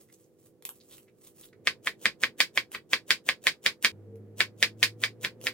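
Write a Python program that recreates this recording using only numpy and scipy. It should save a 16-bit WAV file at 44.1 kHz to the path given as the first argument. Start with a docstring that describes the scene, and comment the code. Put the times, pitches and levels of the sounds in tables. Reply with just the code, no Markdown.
"""A chef's knife shreds cabbage on a wooden board, close to a stereo pair in a small kitchen.
The leaves are first rolled up: noisy fractures rustle, ribs snap, and handling gives rasps and pitched ticks.
Each stroke then crunches through the roll as growing crackle and knocks on the board as damped modes.
An appliance hums all along, as coloured noise and wavering tones; after a skip to a later moment a motor
is already running, droning and whining as partials of a steadily rising pitch."""
import sys
import numpy as np
from scipy import signal
from scipy.fft import rfft, irfft, next_fast_len
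from scipy.io import wavfile

SR = 44100
rng = np.random.default_rng(int(sys.argv[2]) if len(sys.argv) > 2 else 0)


def to_wav(sig):
    """Store sig (one row per channel, or 1-D mono) as 16-bit WAV at the path in sys.argv[1].

    Samples outside -1..1 are clipped; the rate is SR.
    """
    pcm = np.clip(np.atleast_2d(sig), -1, 1) * 32767
    pcm = np.round(pcm).astype(np.int16)
    wavfile.write(sys.argv[1], SR, pcm.T)  # frames by channels


N = 243982
TIME = np.arange(N) / SR
AGE = TIME[:SR // 4]   # seconds since a blow

# Low rush of the appliance. Each row: frequency in Hz, relative density in dB per Hz.
RUSH_SPECTRUM = [(25, -24.5), (60, -20.5), (110, -1), (250, -4), (400, -3), (510, -5.5), (620, -14.5),
                 (1000, -27), (2000, -32.5), (5000, -50), (16000, -55)]
# Level of that rush. Each row: time in seconds, level in dB.
RUSH_LEVEL = [(0, -65), (1.45, -64.5), (1.6, -59), (3.85, -62.5), (3.95, -55.5), (4.4, -57), (5.53, -55)]
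# Steady tones of the appliance. Each row: frequency in Hz, relative level in dB.
HUM_TONES = [(220.7, -79.5), (328.4, -70.5), (382.2, -72), (436.0, -77.5), (495.3, -73.5)]
# Leaves rubbing as they are rolled. Each row: hardest push in seconds, relative level in dB, length in seconds.
RUBS = [(.005, -55, 0.16), (0.125, -52.5, 0.055), (0.205, -65.5, 0.54), (0.392, -58, 0.056),
        (0.459, -56.5, 0.11), (0.663, -62, 0.028), (0.747, -51.5, 0.092), (0.924, -48, 0.27),
        (1.025, -56, 0.045), (1.253, -50, 0.16), (1.391, -48, 0.13), (1.458, -50, 0.062)]
# Colour of rubbing leaves. Each row: frequency in Hz, relative density in dB per Hz.
RUSTLE_SPECTRUM = [(530, -5.5), (900, -16), (1100, -9), (1570, -16.5), (1850, -13), (4010, -11),
                   (4520, -11), (7960, -2.5), (16000, -1.5)]
# Leaf ribs snapping. Each row: start in seconds, relative peak in dB.
SNAPS = [(.126, -48.5), (0.624, -39), (.652, -19.5), (0.691, -25), (0.916, -45), (0.9818, -40.5),
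         (1.384, -45), (1.441, -41), (2.7176, -31), (3.44, -28.5), (3.826, -25.5), (4.157, -47.5),
         (5.4139, -37)]
# Colour of a snapping rib. Each row: frequency in Hz, relative density in dB per Hz.
SNAP_SPECTRUM = [(240, -36), (400, -5.5), (460, -18.5), (893, -5.5), (1460, -10), (2320, -4.5),
                 (6050, -9.5), (12700, 2.5), (16000, -13.5)]
# Short rasps and pitched ticks from handling the leaves. Each row: start in seconds, relative level in dB,
# pitch in Hz, length in seconds.
RASPS = [(0.082, -70, 1930, 0.03), (0.135, -55.5, 7150, 0.014), (0.23, -68.5, 6600, 0.022),
         (0.8, -55, 4500, 0.019), (0.897, -59.5, 3600, 0.066), (1.069, -65, 2060, 0.034),
         (1.235, -67, 3800, 0.052), (1.422, -59, 3450, 0.028), (1.482, -58, 4000, 0.0087),
         (1.528, -56.5, 1840, 0.0089)]
# Knife strokes. Each row: contact in seconds, relative knock level in dB, pitch of the knock in Hz,
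# hardness of the contact in dB, relative crunch level in dB, time spent in the leaves in seconds.
STROKES = [(1.6723, -6.5, 2130, -2, -46, 0.021), (1.8722, -10, 1775, -10, -42.5, 0.035),
           (2.0561, -4.5, 2056, -3.5, -46, 0.055), (2.2357, -4, 2026, -8, -41, .031),
           (2.4037, -9, 2090, 4.5, -43.5, 0.025), (2.5752, -6.5, 2050, -4.5, -42.5, .031),
           (2.7481, -20.5, 1790, -8.5, -45, 0.031), (2.9328, -6, 2060, -2, -42, 0.032),
           (3.1061, -7.5, 1990, 3, -43.5, 0.032), (3.2893, -6.5, 2070, -3, -42.5, 0.035),
           (3.469, -6.5, 2050, 1.5, -41, 0.039), (3.6622, -8, 2250, 1.5, -39.5, 0.029),
           (3.847, -7, 2104, 2.5, -41, 0.026), (4.405, -6, 2213, -1, -41, 0.031),
           (4.627, -5.5, 2290, 1, -46.5, 0.044), (4.829, -10, 2290, 6, -50, 0.044),
           (5.0374, -10, 2110, 0, -43, 0.04), (5.2479, -14, 2250, -1.5, -39.5, .034),
           (5.469, -12.5, 2320, -1.5, -40.5, .049)]
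# Leaf cells bursting under the edge. Each row: frequency in Hz, relative density in dB per Hz.
CELL_SPECTRUM = [(100, -15.5), (500, 3.5), (850, -8.5), (1400, -12.5), (2000, -17), (3000, -2.5),
                 (4500, -9.5), (7000, -1), (11000, -2), (16000, 1)]
# Short modes of blade on wood, at the usual pitch. Each row: frequency in Hz, relative level in dB,
# time to fall 60 dB in seconds.
KNOCK_MODES = [(514, -23, 0.0096), (1190, -16, 0.018), (1628, 1.5, 0.006), (2544, 6, 0.0025),
               (3570, 2.5, 0.0032), (4537, -0.5, 0.0017)]
# Modes of board and blade that ring on. Each row: frequency in Hz, relative level in dB.
RING_MODES = [(215, -21), (520, -19), (1082, -11), (1534, -6), (1700, -6.5), (1870, -2.5), (2050, -4.5),
              (2260, -2), (2437, -3), (2616, -8), (3058, -10), (3202, -7), (3332, -10), (3641, -10),
              (3862, -9), (4043, -11), (4470, -10.5), (4890, -6.5)]
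# Wash of worktop and kitchen after a knock. Each row: frequency in Hz, relative density in dB per Hz.
WASH_SPECTRUM = [(40, -30), (120, -17), (480, -14), (780, -20), (1100, -11), (1350, -12), (1650, -3),
                 (2300, 0), (2850, -7), (4200, -6), (4950, -5), (5600, -14), (10000, -21), (16000, -25)]
# Partials of the motor's drone. Each row: multiple of the pitch, relative level in dB.
MOTOR_PARTIALS = [(1, 0), (2, -11)]
# Loudness of the motor. Each row: time in seconds, drone level in dB, whine level in dB.
MOTOR_LEVEL = [(3.92, -52.5, -72), (4.17, -48.5, -54.5), (4.55, -56, -65), (4.86, -48.5, -64.5),
               (5.25, -55, -61), (5.53, -57.5, -52)]

KITCHEN_T60_S, BASS_T60_S, WASH_BUILD_S = 0.12, 0.22, .003
WALL_ECHO_S, WALL_ECHO_DB = .0056, -5.5
USUAL_PITCH_HZ = 2090
BOARD_T60_S, RING_SPREAD_DB = .105, 2.6
CRACK_DB, CRACK_BAND_HZ = 1, (3100, 10000)
# a cleaner contact gains top-end sheen and sets the board ringing more: dB per dB of hardness
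SHEEN_PER_HARDNESS, RING_PER_HARDNESS = 1, 0.4
AFTER_RING_DB = -16   # ring and wash, relative to the knock
# the knife works its way to the right: left minus right at the first stroke, and its drift
PAN_DB, PAN_DB_PER_S = -1.04, -0.04
SKIP_S = 3.918   # the scene skips ahead to a later moment: earlier rings stop, a motor is already running
MOTOR_HZ, MOTOR_RISE_HZ_PER_S = 101.0, 8.6   # pitch at the skip, and its rise
WHINE_RATIO = 4.42   # pitch of a geared part, relative to the motor
CUTOFF_HZ = 16000


def from_db(db):
    """Decibels to gain."""
    return 10 ** (np.asarray(db) / 20)


def rms_one(x):
    """Scale to unit rms."""
    return x / np.sqrt(np.mean(x ** 2) + 1e-20)


def in_time(rows):
    """Each column of a curve at every sample."""
    s, *columns = np.transpose(rows)
    return [np.interp(TIME, s, column) for column in columns]


def add(out, s, sound):
    """Mix a sound in from time s on."""
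    i = int(round(s * SR))
    out[..., i:i + sound.shape[-1]] += sound[..., :out.shape[-1] - i]


def cut(x, hz, kind):
    """Second-order low- or high-pass."""
    sos = signal.butter(2, min(hz, .45 * SR), kind, fs=SR, output="sos")
    return signal.sosfilt(sos, x)


def shelf(x, hz, db):
    """Lift or lower everything above a frequency."""
    b, a = signal.butter(1, min(hz, .45 * SR), "high", fs=SR)
    return x + (from_db(db) - 1) * signal.lfilter(b, a, x)


def colour(x, spectrum):
    """Shape a signal by a spectrum, keeping the power of white noise."""
    hz, db = np.transpose(spectrum)
    bins = np.maximum(np.fft.rfftfreq(x.shape[-1], 1 / SR), 1)
    gain = rms_one(from_db(np.interp(np.log(bins), np.log(hz), db)))
    return irfft(rfft(x) * gain, x.shape[-1])


def waver(rate):
    """Slow chance movement around zero with about unit spread, at a rate in knots per second."""
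    knots = rng.standard_normal(400)
    return np.interp(TIME * rate, np.arange(len(knots)), knots)


def grains(per_s, spread_db):
    """Tiny fractures at random moments, of very uneven size; rms 1."""
    sizes = from_db(spread_db * np.minimum(rng.exponential(1, N), 4)) * rng.choice([-1, 1], N)
    return rms_one(sizes * (rng.random(N) < per_s / SR))


def diffuse(size, apart_hz=1900, bass_side=0.37):
    """Noise from all round: much alike at both microphones in the bass, unrelated in the treble."""
    mid, side = rfft(rng.standard_normal((2, size)))
    hz = np.maximum(np.fft.rfftfreq(size, 1 / SR), 1)
    side_share = np.clip(bass_side ** 2 + .5 / (1 + (apart_hz / hz) ** 4), 0, .5)
    return irfft(np.sqrt(1 - side_share) * mid + np.sqrt(side_share) * side * [[1], [-1]], size)


def direct(x, lag_s=.000042):
    """Sound from the board reaches the right microphone a moment later."""
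    size = next_fast_len(len(x) + SR // 100, real=True)
    delay = np.exp(-2j * np.pi * np.fft.rfftfreq(size, 1 / SR) * lag_s)
    right = irfft(rfft(x, size) * delay, size)[:len(x)]
    return np.array([x, right])


def tail(spectrum, hold_s=0.0075, bass_hz=600):
    """Dense reflections build up, hold for a moment and die, the bass last."""
    noise = colour(diffuse(len(AGE)), spectrum)
    bass = cut(noise, bass_hz, "low")
    fading = np.maximum(AGE - hold_s, 0)
    quick = from_db(-60 * fading / KITCHEN_T60_S)
    slow = from_db(-60 * fading / BASS_T60_S)
    return (noise * quick + bass * (slow - quick)) * (1 - np.exp(-AGE / WASH_BUILD_S))


def kitchen(x, wet_db, dull_db=-4):
    """A small sound on the board with its slightly duller reflections."""
    response = tail([(3000, 0.019), (16000, dull_db)])
    response /= np.sqrt(np.sum(response ** 2) / 2)
    reflections = signal.fftconvolve(x[None], response, axes=1)[:, :N]
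    return direct(x) + from_db(wet_db) * reflections


def struck(modes, pitch, detune, spread_db):
    """Damped modes of alternating sign, their pitch and strength varying by chance from blow to blow."""
    hz, db, t60 = np.transpose(modes)[:, :, None]
    shift, strength = rng.standard_normal((2, len(modes), 1))
    signs = (-1) ** np.arange(len(modes))[:, None]
    swing = np.sin(2 * np.pi * hz * pitch * (1 + detune * shift) * AGE)
    decay = from_db(db + spread_db * strength - 60 * AGE / t60)
    return np.sum(signs * decay * swing, axis=0)


def background(hum_db=3.5, hiss_db=-81):
    """Soft low rush of an appliance with a few wavering tones, over a faint even hiss."""
    level_db, = in_time(RUSH_LEVEL)
    rush = from_db(level_db) * colour(diffuse(N), RUSH_SPECTRUM)
    tones = np.zeros(N)
    for hz, db in HUM_TONES:
        level = from_db(db + hum_db + 2 * waver(6.1))
        tones += level * np.sin(2 * np.pi * hz * TIME + .5 * waver(5.6))
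    # the tones follow half the rush's change in dB
    tones = from_db(.5 * (level_db - level_db[0])) * tones
    return rush + tones + from_db(hiss_db) * diffuse(N)


def leaves(rustle_db=-3, snap_db=-4, snap_s=0.0013, fits_db=3, wet_db=-3):
    """Leaves rub in fits and starts as they are rolled, and now and then a rib snaps."""
    swell_db = 23.5   # rise to each push from half a length away, and fall after it
    push = np.zeros(N)
    for s, db, length_s in RUBS:
        push += from_db(db - swell_db * np.abs(TIME - s) / (length_s / 2))
    fits = from_db(fits_db * waver(70)) * grains(per_s=2300, spread_db=5)
    rubbing = from_db(rustle_db) * push * fits
    breaks = np.zeros(N)
    for s, peak_db in SNAPS:
        burst = np.exp(-AGE / snap_s) * rng.standard_normal(len(AGE))
        add(breaks, s, from_db(peak_db + snap_db) * burst)
    return kitchen(colour(rubbing, RUSTLE_SPECTRUM) + colour(breaks, SNAP_SPECTRUM), wet_db)


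def rasps_and_ticks(sharpness=3.9):
    """Handling the leaves gives short bursts of random impulses, each resonating around one pitch."""
    out = np.zeros(N)
    for s, db, hz, length_s in RASPS:
        impulses = rng.standard_normal(len(AGE)) * (rng.random(len(AGE)) < 1500 / SR)   # 1500 a second
        b, a = signal.iirpeak(hz, sharpness, fs=SR)
        rasp = rms_one(signal.lfilter(b, a, impulses))
        add(out, s, from_db(db) * rasp * np.sin(np.pi * np.minimum(AGE / length_s, 1)))
    return kitchen(out, wet_db=-6)


def crunch(crunch_db=4, entry_db=-17, release_s=0.0045, press_db=14, press_s=0.005):
    """Cells burst ever louder as the blade sinks; in the last layers the board takes up the crackle."""
    bite, press = np.zeros(N), np.zeros(N)
    for s, _, _, _, level_db, lead_s in STROKES:
        before, after = np.clip(s - TIME, 0, 2 * lead_s), np.maximum(TIME - s, 0)
        force = from_db(level_db) * np.exp(-after / release_s) * (before < 2 * lead_s)
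        bite += force * from_db(entry_db * (before / lead_s) ** 2)
        press += force * np.exp(-before / press_s)
    bursts, crackle = grains(per_s=2200, spread_db=4.5), grains(per_s=2000, spread_db=2.5)
    cells = colour(from_db(crunch_db) * bite * bursts, CELL_SPECTRUM)
    wood = colour(from_db(press_db) * press * crackle, WASH_SPECTRUM)
    return kitchen(shelf(cells, 12000, -3.5) + cut(wood, 3000, "low"), wet_db=-1.0)


def knock(pitch, low_hz=280, rebound_db=-5.0, rebound_s=0.000691, crack_s=.0008):
    """Brief modes of hard wood, with the crack of the steel edge scattering differently to each side."""
    wood = struck(KNOCK_MODES, pitch, detune=.015, spread_db=1.2)
    wood = cut(-wood, low_hz, "high")
    wood /= np.sqrt(np.mean(wood[:SR * 3 // 1000] ** 2))   # rms 1 over the first 3 ms
    crack = diffuse(len(AGE)) * np.exp(-AGE / crack_s)
    crack = cut(cut(crack, CRACK_BAND_HZ[0], "high"), CRACK_BAND_HZ[1], "low")
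    out = direct(wood) + from_db(CRACK_DB) * crack
    # the bending wave returns inverted from the board's edge, further to the left
    add(out, rebound_s, -from_db(rebound_db) * direct(wood, lag_s=.00009))
    return out


def knocks(knock_db=-8.5, wash_db=-1, ring_db=-4):
    """The edge hits the board: a hard knock, one wall echo, ringing wood and steel, and the room's wash."""
    edge_hz, edge_db, sheen_hz, sheen_db, wash_top_db = 3000, 3.0, 10000, -3, -9
    out = np.zeros((2, N))
    modes = [(hz, db, BOARD_T60_S) for hz, db in RING_MODES]
    for s, hit_db, hz, hard_db, _, _ in STROKES:
        left_minus_right_db = PAN_DB + PAN_DB_PER_S * (s - STROKES[0][0])
        force = from_db(hit_db) * from_db(left_minus_right_db * np.array([[.5], [-.5]]))
        hit = from_db(knock_db) * knock(hz / USUAL_PITCH_HZ)
        ring = direct(struck(modes, 1, detune=.002, spread_db=RING_SPREAD_DB), lag_s=.0001)
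        ring *= from_db(ring_db) * (1 - np.exp(-AGE / WASH_BUILD_S))
        wash = from_db(wash_db) * shelf(tail(WASH_SPECTRUM), sheen_hz, wash_top_db)
        blow = hit + from_db(AFTER_RING_DB + RING_PER_HARDNESS * hard_db) * (ring + wash)
        # a cleaner contact of steel on wood is brighter
        blow = shelf(blow, edge_hz, edge_db + hard_db)
        blow = shelf(blow, sheen_hz, sheen_db + SHEEN_PER_HARDNESS * hard_db)
        sounding = (s > SKIP_S) | (s + AGE < SKIP_S)
        add(out, s, force * blow * sounding)
        echo = from_db(WALL_ECHO_DB) * cut(hit, 3000, "low")
        add(out, s + WALL_ECHO_S, force * echo)
    return out


def motor(wobble=0.0049, drone_flutter_db=0.4, upper_flutter_db=5.0):
    """A motor drones and whines as it steadily gains speed; higher partials flutter more."""
    drone_db, whine_db = in_time(MOTOR_LEVEL)
    hz = MOTOR_HZ + MOTOR_RISE_HZ_PER_S * (TIME - SKIP_S)
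    turn = 2 * np.pi * np.cumsum(hz * (1 + wobble * waver(31))) / SR
    drone = np.zeros(N)
    for multiple, db in MOTOR_PARTIALS:
        flutter_db = drone_flutter_db if multiple == 1 else upper_flutter_db
        drone += from_db(drone_db + db + flutter_db * waver(7.5)) * np.sin(multiple * turn)
    whine = from_db(whine_db + upper_flutter_db * waver(27)) * np.sin(WHINE_RATIO * turn)
    fade_in = np.clip((TIME - SKIP_S) / 0.0081, 0, 1)
    return np.sqrt(2) * (drone + whine) * fade_in   # root 2: a sine's rms to its peak


def scene():
    """Knife on the board, leaves and hum a little to the right, and the motor in the middle."""
    knife = knocks() + crunch()
    rightward = (leaves() + rasps_and_ticks() + background()) * from_db([[-1.2], [1.2]])
    return knife + rightward + motor()


def record(dry):
    """The hardest knocks are rounded off near full scale; the top is cut."""
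    rounded = .92 * np.tanh(dry / .92)
    lowpass = signal.ellip(12, .1, 90, CUTOFF_HZ, fs=SR, output="sos")
    return signal.sosfilt(lowpass, rounded)


dry = scene()
out = record(dry)
to_wav(out)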